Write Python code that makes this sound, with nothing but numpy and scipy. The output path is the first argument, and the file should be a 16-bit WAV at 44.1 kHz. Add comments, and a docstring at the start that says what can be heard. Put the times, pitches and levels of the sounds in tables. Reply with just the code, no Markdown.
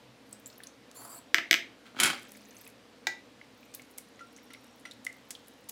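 """A quiet kitchen with a stone counter: hum and broad air noise, and water dripping from a tilted glass bowl.
The bowl slides by stick-slip friction and lands in two rattling groups of knocks, heard as damped modes.
A full drinking glass scrapes and chatters over the stone, its modes excited by slips and bounces.
Water falls on grated potato as a fizz of tiny snaps, and the emptied glass is put down.
A hand stirs the wet shreds: films snap, bubbles ring as gliding damped sines, nails clink on the bowl."""
import sys
import numpy as np
from scipy import signal
from scipy.fft import rfft, irfft
from scipy.io import wavfile
from scipy.ndimage import uniform_filter1d

SR = 44100
rng = np.random.default_rng(int(sys.argv[2]) if len(sys.argv) > 2 else 0)


def file_out(sig):
    """Save sig as 16-bit WAV at sys.argv[1]."""
    # one column per channel
    cols = np.atleast_2d(sig).T
    # limit, then scale
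    lim = np.clip(cols, -1, 1)
    pcm = np.round(lim * 32767).astype(np.int16)
    wavfile.write(sys.argv[1], SR, pcm)


N = 251811

# Spectrum of the steady kitchen air: (frequency [Hz], relative density [dB per Hz])
AIR_SPECTRUM = [(40, -40.5), (86, -29), (117, -8), (177, -12), (254, -4.5), (330, -12), (484, -0.5),
                (832, -6.5), (1430, -9), (4000, -12.5), (8000, -23.5), (15500, -33), (15900, -54),
                (16500, -67)]
# Room modes the air excites: (frequency [Hz], width of each of two filter passes [Hz], level [dB])
AIR_MODES = [(116.3, 29, -72), (252, 108, -61.5), (475.4, 67, -68.5)]
# Motor hum: (frequency [Hz], level [dB])
MOTOR_HUM = (65.4, -79)
# Low tones and a thin whistle: (start [s], end [s], frequency [Hz], level [dB], pulse rate [per s])
FAINT_TONES = [(0.02, 0.336, 126, -59, 2.4), (.28, .46, 211, -61, 1.6), (2.282, 2.573, 208, -59.5, 1),
               (4.197, 4.793, 5580, -68.5, 25.5)]
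# Crackle of wet shreds as the bowl drains, water lands and the hand stirs:
# (start [s], rise [s], hold [s], fall [s], level [dB])
SHRED_SWELLS = [(0.05, 0.21, .4, .12, -76.5), (2.05, .2, 0.46, .05, -81), (3.097, .5, 2.2, .1, -75)]
# Wet films tearing and drops splitting: (time [s], level [dB], centre [Hz], nominal length [s])
FILM_SNAPS = [(.2937, -53, 11000, .003), (.3112, -50, 11000, .004), (0.326, -40, 8350, .0027),
              (.398, -49, 13700, .0039), (0.914, -39, 6400, .002), (2.231, -42, 9300, .0019),
              (2.3196, -33.5, 10500, .0012), (2.372, -42, 11200, .003), (2.652, -44, 11500, .0026),
              (2.676, -39, 11300, .0043), (2.7, -49, 10900, .003), (3.739, -37.5, 6600, 0.015),
              (3.7484, -28.5, 12700, 0.005), (3.819, -44, 6660, .0049), (3.9777, -38, 11300, 0.003),
              (3.9823, -28, 9600, 0.0062), (4.371, -48, 4500, .003), (4.378, -47, 9000, .003),
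              (4.5345, -38.5, 9800, .003), (4.643, -48, 9070, 0.0036), (4.8, -51.5, 9000, .003),
              (4.935, -53, 11000, .004), (5.0467, -36, 9400, .002), (5.05, -32, 8300, .002),
              (5.0657, -28.5, 6200, 0.0022), (5.127, -44, 8100, .003), (5.306, -28.5, 7400, 0.011),
              (5.472, -48, 11300, .003), (5.482, -39.5, 11300, .0048), (5.688, -37, 7360, 0.004),
              (5.692, -30, 13100, .0026), (5.6946, -30, 7300, 0.0055)]
# Air bubbles in water, plus one light clink at 3.41 s rung the same way: (time [s], level [dB], first frequency
# [Hz], pitch change over its t60 [share])
BUBBLES = [(0.3287, -33.5, 7800, 0.27), (0.4592, -36, 7130, .16), (0.4669, -37.5, 7430, .15),
           (.4754, -40, 14000, 0.093), (0.5003, -48.5, 3900, .55), (.527, -51, 4200, 1.6),
           (.556, -60, 4100, 1.1), (0.5804, -44.5, 12000, -0.092), (0.603, -43.5, 1750, .1),
           (0.6352, -39.5, 9600, 0.13), (.635, -42.5, 3300, 1.7), (.6704, -36.5, 5970, 0.27),
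           (2.5084, -48, 6030, -0.0078), (2.5671, -43, 6100, .15), (2.6125, -43.5, 11500, .15),
           (2.6658, -44.5, 2440, .22), (3.4133, -43, 2050, .23), (3.63, -50.5, 2360, .2),
           (3.752, -46.5, 3620, -0.0048), (3.7958, -43, 2160, 0.11), (3.911, -52, 10900, -0.072),
           (3.985, -46, 2100, .15), (4.3637, -46.5, 6230, .14), (4.3844, -49, 2060, 0.12),
           (4.5372, -45, 2050, .1), (4.538, -46, 3680, .1), (4.5474, -44, 2080, 0.2),
           (4.9113, -40, 3600, .15), (4.9115, -48, 7500, -0.26), (4.9175, -42, 3800, .4),
           (5.0671, -23.5, 2050, 0.042), (5.3068, -47, 1950, 0.18), (5.3514, -38.5, 3470, -0.38)]
# Gliding rim squeaks: (first [Hz], last [Hz], level in first push [dB], level in second push [dB])
RIM_SQUEAKS = [(1080, 994, -66, -59.5), (4400, 4700, -62.5, -59), (7140, 7700, -58, -54),
               (9300, 9150, -64, -58.5), (9950, 12000, -58.5, -74), (11870, 12600, -69, -62)]
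# Pushes that make the rim squeak: (start [s], rise [s], hold [s], fall [s])
RIM_PUSHES = [(.93, .03, .1, .06), (1.04, .055, .095, .02)]
# Bowl landing and rocking: (time [s], level [dB], brightness [dB per octave], thud relative level [dB])
BOWL_KNOCKS = [(1.3445, -3.5, -0.5, -27), (1.3830, -14, -4.5, -21.5), (1.511, -2.5, 2, -22.5),
               (1.529, -7.5, 0, -35), (1.5413, -8.5, 0, -33), (1.548, -21, -2, -32)]
# Bowl modes damped by potato: (frequency [Hz], width before ring scaling [Hz], relative level [dB])
BOWL_MODES = [(1530, 150, -18), (1750, 410, -3.5), (2154, 244, -0.5), (2470, 540, -8.5), (3194, 640, 0.5),
              (4200, 430, -19), (5050, 180, -17), (6080, 710, -8), (7560, 470, -20), (8740, 870, -21.5),
              (12290, 400, -19.5), (14750, 500, -25)]
# Counter slab modes: (frequency [Hz], width before ring scaling [Hz], relative level [dB])
SLAB_MODES = [(325, 59, 1), (677, 36, -4.5)]
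# Bowl base buzzing on grit after a knock: (frequency [Hz], relative density [dB per Hz])
BOWL_BUZZ = [(290, -50), (500, -24.5), (1080, -14.5), (1320, -9), (1930, -0.5), (3390, -10.5),
             (5630, -21.5), (6900, -29), (9490, -27.5), (12100, -43), (16000, -37)]
# Scraping glass foot: (start [s], rise [s], hold [s], fall [s], level [dB])
GLASS_SCRAPES = [(1.842, 0.018, .004, 0.13, -52.5), (1.951, 0.058, 0.054, .23, -28)]
# Glass foot striking the stone: (time [s], level [dB])
GLASS_BOUNCES = [(1.9472, -38.5), (1.966, -32.5), (1.9930, -31), (2.0002, -8), (2.0332, -7.5), (2.048, -20),
                 (2.0560, -12), (2.0744, -16.5), (2.101, -17), (2.134, -33)]
# Full glass: (frequency [Hz], width before scaling [Hz], relative level [dB])
GLASS_MODES = [(1452, 230, 11), (2200, 190, 7.5), (3127, 113, 11.5), (3910, 110, 1.5), (4500, 90, 4),
               (5260, 50, -5), (6200, 89, -3), (7030, 64, 1), (7270, 70, 3), (8180, 70, 2.5), (9380, 34, 0),
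               (12000, 43, -13), (12700, 37, -10), (13080, 40, -14), (14300, 90, -10), (15200, 40, -20)]
# Water column, counter and foot: (frequency [Hz], width before scaling [Hz], relative level [dB])
COLUMN_MODES = [(111, 23, -22), (269, 127, -3), (560, 56, -8), (798, 130, -2.5), (1404, 37, -18.5),
                (10900, 83, 2)]
# Crack of each glass bounce: (frequency [Hz], relative density [dB per Hz])
BOUNCE_CRACK = [(180, -44), (300, -13.5), (2170, 0.5), (5800, -9.5), (7200, -4.5), (8640, -13.5),
                (9240, -7), (12300, -15), (16000, -30)]
# Fizz of the stream landing: (start [s], rise [s], hold [s], fall [s], level [dB])
POUR_SWELL = (2, .2, 0.48, 0.1, -61.5)
# Bands where the pouring fizz is strongest: (frequency [Hz], width [Hz], relative level [dB])
FIZZ_BANDS = [(6100, 1300, -2.5), (11300, 3200, -4), (2200, 490, -5.5)]
# Emptied glass landing: (time [s], level [dB], brightness [dB per octave])
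GLASS_LANDINGS = [(3.0696, -15, 1)]
# Empty glass: (frequency [Hz], width before ring scaling [Hz], relative level [dB])
EMPTY_GLASS_MODES = [(352, 21, -18), (732, 69, -14), (903, 72, -12.5), (1250, 190, -21), (1610, 60, -8),
                     (1967, 23, -4.5), (2390, 390, -8), (3080, 370, -9), (3720, 440, -6.5),
                     (5100, 500, -14), (6650, 400, -17), (8470, 620, -19), (13100, 160, -28),
                     (14900, 80, -25)]
# Crack of that landing: (frequency [Hz], relative density [dB per Hz])
LANDING_CRACK = [(240, -53), (400, -21), (879, -8), (1040, -22), (1960, -5.5), (6850, -17.5), (9760, -36),
                 (15300, -34), (16000, -45)]
# Fingernails touching the bowl: (time [s], level [dB], lift of the lowest mode [dB])
NAIL_CLINKS = [(4.1927, -44, 2.5), (4.2076, -40.5, 28), (4.5047, -43.5, 1.5), (4.68, -60, 0),
               (4.853, -34, -3.5)]
# Bowl modes under a nail: (frequency [Hz], relative level [dB], t60 [s])
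CLINK_MODES = [(1373, 4.5, 0.21), (2000, 21.5, 0.021), (3300, -12, 0.054), (5820, 0, 0.18),
               (9000, -1, 0.08), (12700, -13, 0.055)]
# Reverberation of the kitchen: (frequency [Hz], t60 [s])
ROOM_T60 = [(150, 0.46), (400, 0.55), (1040, 0.25), (2760, 0.31), (7280, 0.23), (14000, 0.19)]

AIR_DB = -59.5
SWELL_DEPTH_DB = 40  # a swell starts and ends this far below its top
# bowl sliding over the wet rim of the dish: start, rise, hold, fall [s]
SLIDE_HISS, SLIDE_RUB = (.925, .025, .23, .04), (.8, .2, .16, .12)
HISS_DB, RUB_DB = -56, -56.5
SQUEAK_WAVER_DB = 0.2  # rms pitch wander, as 20 log10 of the frequency ratio
BRIGHT_AT_FULL_DB, BRIGHT_PER_DB = 6.5, 0.47  # harder bounces ring brighter [dB per octave]
# ring time at 2 kHz [s]; power by which higher bubbles die sooner; extra life of gliding ones
BUBBLE_T60_S, BUBBLE_SHORTENS, GLIDING_LASTS = .017, 0.84, .5
SPLASH_DB, SPLASH_PER_DB = -45.5, 0.57  # splash of a -43.5 dB bubble; its growth with bubble level
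CEILING = 1.3  # amplitude toward which loud peaks are softly rounded
EDGE_HZ = 16700  # upper band limit


def amp(db):
    """Level law: decibels to amplitude gain."""
    return 10 ** (np.asarray(db) / 20)


def evened(x):
    """Energy normalisation: scales to rms 1."""
    return x / np.sqrt(np.mean(x ** 2) + 1e-20)


def peaked(x):
    """Peak normalisation: scales to peak 1."""
    return x / (abs(x).max() + 1e-12)


def read(points, hz):
    """Interpolation of a spectrum table on a log-frequency axis."""
    f, value = np.transpose(points)
    return np.interp(np.log(hz + 1), np.log(f + 1), value)


def add(mix, start, sound):
    """Superposition: adds a sound into the mix at a time in seconds."""
    part = mix[round(start * SR):][:len(sound)]
    part += sound[:len(part)]


def resonate(x, hz, width):
    """Resonance by heterodyning: a one-pole filter around a pitch that may move."""
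    turn = np.exp(2j * np.pi * np.cumsum(hz * np.ones(len(x))) / SR)
    r = np.exp(-np.pi * width / SR)
    return 2 * (turn * signal.lfilter([1 - r], [1, -r], x / turn + 1e-18)).real


def flicker(length, spread_db, size):
    """Slow amplitude modulation: smoothed random gain, as grip comes and goes."""
    drift = uniform_filter1d(rng.standard_normal(length), size)
    return amp(spread_db * evened(uniform_filter1d(drift, size)))


def swell(start, rise, hold, fall, db):
    """Exponential envelope: rises, holds and falls along straight lines in dB, silent outside."""
    times = start + np.cumsum([0, rise, hold + 1e-4, fall])
    levels = db - SWELL_DEPTH_DB * np.array([1, 0, 0, 1])
    return amp(np.interp(np.arange(N) / SR, times, levels, left=-200, right=-200))


def scattered(gain, decay):
    """Shot noise: a short dying burst of tiny impacts with the smooth colour given by gain."""
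    t = np.arange(2 * len(gain) - 2) / SR
    shape = (1 - np.exp(-t / 0.00019)) * np.exp(-t / decay)
    z = rfft(rng.standard_normal(len(t)) * shape)
    burst = irfft(gain * z / (abs(z) + 1e-12))  # keeps the phase, imposes the colour
    return burst * np.minimum(3 * np.sqrt(shape / shape.max()), 1)


def grit(colour, bright_db, decay):
    """Contact noise: the crack of a hard contact, its spectrum tilted by brightness."""
    hz = np.fft.rfftfreq(7000, 1 / SR)
    tilt = bright_db * np.log2((hz + 50) / 2000)
    return peaked(scattered(amp(read(colour, hz) + tilt), decay))


def ringing(modes, bright_db, ring):
    """Modal superposition: damped modes start together; harder contact lifts the upper ones."""
    t = np.arange(7000) / SR
    body = np.zeros(len(t))
    for k, (hz, width, db) in enumerate(modes):
        sign = (-1) ** k  # neighbouring modes move in opposite sign
        gain = sign * amp(db + bright_db * np.log2(hz / 2000)) * np.sqrt(width)
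        body += gain * np.exp(-np.pi * width * t / ring) * np.sin(2 * np.pi * hz * t)
    return peaked(body * (1 - np.exp(-(t / 0.00042) ** 2)))


def snap(hz, length, width=7000):
    """Impulsive radiation: a brief burst of spiky noise, broad around its centre."""
    off = (np.fft.rfftfreq(1200, 1 / SR) - hz) / (.5 * width)
    return peaked(scattered(1 / (1 + off ** 2), .5 * length + 1e-4))


def grains(per_s, spread_db, low_hz):
    """Random point process: tiny snaps of many pitches, a few of them large."""
    size = amp(spread_db * np.minimum(rng.exponential(1, N), 3)) * (rng.random(N) < per_s / SR)
    kind = rng.integers(0, 24, N)
    out = np.zeros(N)
    for k, hz in enumerate(np.geomspace(low_hz, 15000, num=24)):
        grain = snap(hz, 0.0013, hz * rng.uniform(0.071, 0.34))
        out += signal.oaconvolve(size * (kind == k), grain)[:N]
    return evened(out)


def room_air():
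    """Filtered noise: broad air with drifting spectral patches, and the room modes it excites."""
    frames, hz = N // 512 + 5, np.fft.rfftfreq(2048, 1 / SR)
    real, imag, patches = rng.standard_normal((frames, 1025, 3)).T
    patches = evened(uniform_filter1d(uniform_filter1d(patches, 20, 0), 6, 1))
    z = (real + 1j * imag) * amp(read(AIR_SPECTRUM, hz)[:, None] + 0.91 * patches)
    out = amp(AIR_DB) * evened(signal.istft(z, nperseg=2048, noverlap=1536)[1][:N])
    for f, width, db in AIR_MODES:
        out += amp(db) * evened(resonate(resonate(rng.standard_normal(N), f, width), f, width))
    return out


def motor_hum():
    """Periodic vibration: a steady sine whose rms is the given level."""
    hz, db = MOTOR_HUM
    return np.sqrt(2) * amp(db) * np.sin(2 * np.pi * hz * np.arange(N) / SR)


def faint_tones():
    """Amplitude modulation: narrow noisy tones pulse as they come and go."""
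    out = np.zeros(N)
    for start, end, f, db, rate in FAINT_TONES:
        t = np.arange(0, end - start, 1 / SR)
        pulse = np.cos(np.pi * rate * t) ** 2 * np.sin(np.pi * t / t[-1]) ** 0.37
        drive = rng.standard_normal(len(t)) + 8 * np.sin(2 * np.pi * f * t)
        add(out, start, amp(db) * pulse * evened(resonate(drive, f, 30)))
    return out


def shred_crackle():
    """Random impulses: wet shreds crackle in sparse, high grains."""
    return sum(swell(*row) for row in SHRED_SWELLS) * grains(per_s=160, spread_db=6.0, low_hz=5000)


def film_snaps():
    """Sudden release of surface tension: tearing films and splitting drops snap."""
    out = np.zeros(N)
    for s, db, hz, length in FILM_SNAPS:
        add(out, s, amp(db) * snap(hz, length))
    return out


def bubble(hz, t60, rise):
    """Bubble resonance: a dying sine whose pitch glides, upward for positive rise."""
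    t = np.arange(0, 1.2 * t60, 1 / SR)
    shape = (1 - np.exp(-t / 0.0006)) * amp(-60 * (t / t60) ** 1.26)
    return shape * np.sin(2 * np.pi * np.cumsum(hz * (1 + rise * t / t60)) / SR)


def bubbles():
    """Air entrainment: each splash traps air that rings as a bubble, high ones dying sooner; one light clink at
    3.41 s rings the same way."""
    out = np.zeros(N)
    for s, db, hz, rise in BUBBLES:
        t60 = BUBBLE_T60_S * (2000 / hz) ** BUBBLE_SHORTENS * (1 + GLIDING_LASTS * abs(rise))
        add(out, s, amp(db) * peaked(bubble(hz, t60, rise)))
        splash_db = SPLASH_DB + SPLASH_PER_DB * (db + 43.5)
        add(out, s, amp(splash_db) * snap(1.16 * hz, 0.0073, 0.79 * hz))
    return out


def bowl_slide():
    """Stick-slip friction: grainy hiss and a low rub, with gliding squeaks that cut in and out."""
    slips = flicker(N, 3.2, size=300) * rng.standard_normal(N)
    hiss = resonate(resonate(slips, 11500, 9000), 11500, 9000)
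    rub = resonate(resonate(slips, 900, 1000), 950, 1000)
    out = swell(*SLIDE_HISS, HISS_DB) * evened(hiss)
    out += swell(*SLIDE_RUB, RUB_DB) * evened(rub)
    glide_times = [RIM_PUSHES[0][0], sum(RIM_PUSHES[-1])]
    for first_hz, last_hz, *push_db in RIM_SQUEAKS:
        drive = flicker(N, 4.0, size=200) * rng.standard_normal(N)
        hz = np.interp(np.arange(N) / SR, glide_times, [first_hz, last_hz])
        hz = hz * flicker(N, SQUEAK_WAVER_DB, size=900)  # pitch wanders as the grip changes
        width = 0.047 * first_hz + 60
        squeak = evened(resonate(resonate(drive, hz, width), hz, width))
        out += sum(swell(*push, db) for push, db in zip(RIM_PUSHES, push_db)) * squeak
    return out


def bowl_knocks():
    """Impact excitation: damped bowl modes, a short buzz, and a thud of the slab."""
    out = np.zeros(N)
    for s, db, bright_db, thud_db in BOWL_KNOCKS:
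        hit = ringing(BOWL_MODES, bright_db, ring=0.7)
        hit += amp(-7.5) * grit(BOWL_BUZZ, bright_db, decay=0.0027)
        hit += amp(thud_db) * ringing(SLAB_MODES, 0, ring=0.96)
        add(out, s, amp(db) * hit)
    return out


def glass_scrape():
    """Friction-driven resonance: tiny slips of the foot excite the full glass and a broad rasp."""
    slips = rng.standard_normal(N) * flicker(N, 3.6, size=60)
    body = np.zeros(N)
    for f, width, db in sorted(GLASS_MODES + COLUMN_MODES):
        mode = resonate(resonate(slips, f, 3.0 * width), f, 2.7 * width)
        body += amp(db - 1.8 * np.log2(f / 2000)) * mode
    rasp = resonate(resonate(slips, 2380, 3400), 2380, 3400)
    return sum(swell(*row) for row in GLASS_SCRAPES) * evened(evened(body) + 1.3 * evened(rasp))


def glass_chatter():
    """Repeated impact: the full glass bounces, harder bounces ringing it brighter."""
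    out, modes = np.zeros(N), sorted(GLASS_MODES + COLUMN_MODES)
    for s, db in GLASS_BOUNCES:
        bright_db = BRIGHT_AT_FULL_DB + BRIGHT_PER_DB * db
        hit = .5 * ringing(modes, bright_db, ring=3.2)
        hit += amp(-3.5) * grit(BOUNCE_CRACK, bright_db, decay=0.0049)
        add(out, s, amp(db) * hit)
    return out


def pour_fizz():
    """Dense random impulses: the landing stream fizzes, strongest in a few resonant bands."""
    drops = grains(per_s=900, spread_db=5.5, low_hz=1830)
    fizz = 0.48 * drops
    for hz, width, db in FIZZ_BANDS:
        fizz += amp(db) * evened(resonate(drops, hz, width))
    return swell(*POUR_SWELL) * evened(fizz)


def glass_set_down():
    """Impact excitation: the emptied glass lands, its modes joined by a contact crack."""
    out = np.zeros(N)
    for s, db, bright_db in GLASS_LANDINGS:
        hit = ringing(EMPTY_GLASS_MODES, bright_db, ring=1.7)
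        hit += amp(-1.5) * grit(LANDING_CRACK, bright_db, decay=0.0033)
        add(out, s, amp(db) * hit)
    return out


def nail_clinks():
    """Light modal excitation: a nail rings the bowl, with a short contact noise."""
    out = np.zeros(N)
    t = np.arange(8000) / SR
    for s, db, low_db in NAIL_CLINKS:
        ring = np.zeros(len(t))
        for k, (f, mode_db, t60) in enumerate(CLINK_MODES):
            lift_db = low_db if k == 0 else 0
            ring += amp(mode_db + lift_db - 60 * t / t60) * np.sin(2 * np.pi * f * t)
        add(out, s, amp(db) * peaked(ring * (1 - np.exp(-t / 0.0003))))
        add(out, s, amp(db - 2.0 - abs(low_db)) * snap(2700, 0.02, 4100))
    return out


def room(x):
    """Reverberation: sparse reflections of random sign, each band dying at its own speed."""
    taps = np.zeros(SR // 2)
    at = np.arange(120, SR // 2 - 20, 20)
    taps[at + rng.integers(0, 20, len(at))] = rng.choice([-1., 1.], len(at))
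    hz, t, z = signal.stft(taps, SR, nperseg=256)
    decay = amp(-60 * t / read(ROOM_T60, hz)[:, None])
    tail = signal.istft(z * decay, SR, nperseg=256)[1]
    return signal.fftconvolve(x, tail / np.linalg.norm(tail))[:N]


def scene():
    """Superposition of direct sound, reverberation and room air."""
    wet = shred_crackle() + film_snaps() + bubbles() + bowl_slide() + pour_fizz() + nail_clinks()
    hits = bowl_knocks() + glass_scrape() + glass_chatter() + glass_set_down()
    near = hits + wet + room(amp(-8.0) * hits + amp(-9.5) * wet)
    # small things radiate no deep bass
    near = signal.sosfilt(signal.butter(4, 140, "high", fs=SR, output="sos"), near)
    return (near + room_air() + motor_hum() + faint_tones())[None]


def record(dry):
    """Band limiting and saturation: bass roll-off, soft overload and an upper cutoff."""
    dry = signal.sosfilt(signal.butter(2, 45, "high", fs=SR, output="sos"), dry)
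    dry = CEILING * np.tanh(dry / CEILING)
    lowpass = signal.firwin(511, EDGE_HZ, window=("kaiser", 10), fs=SR)
    return signal.oaconvolve(dry, lowpass[None], "same")


dry = scene()
out = record(dry)
file_out(out)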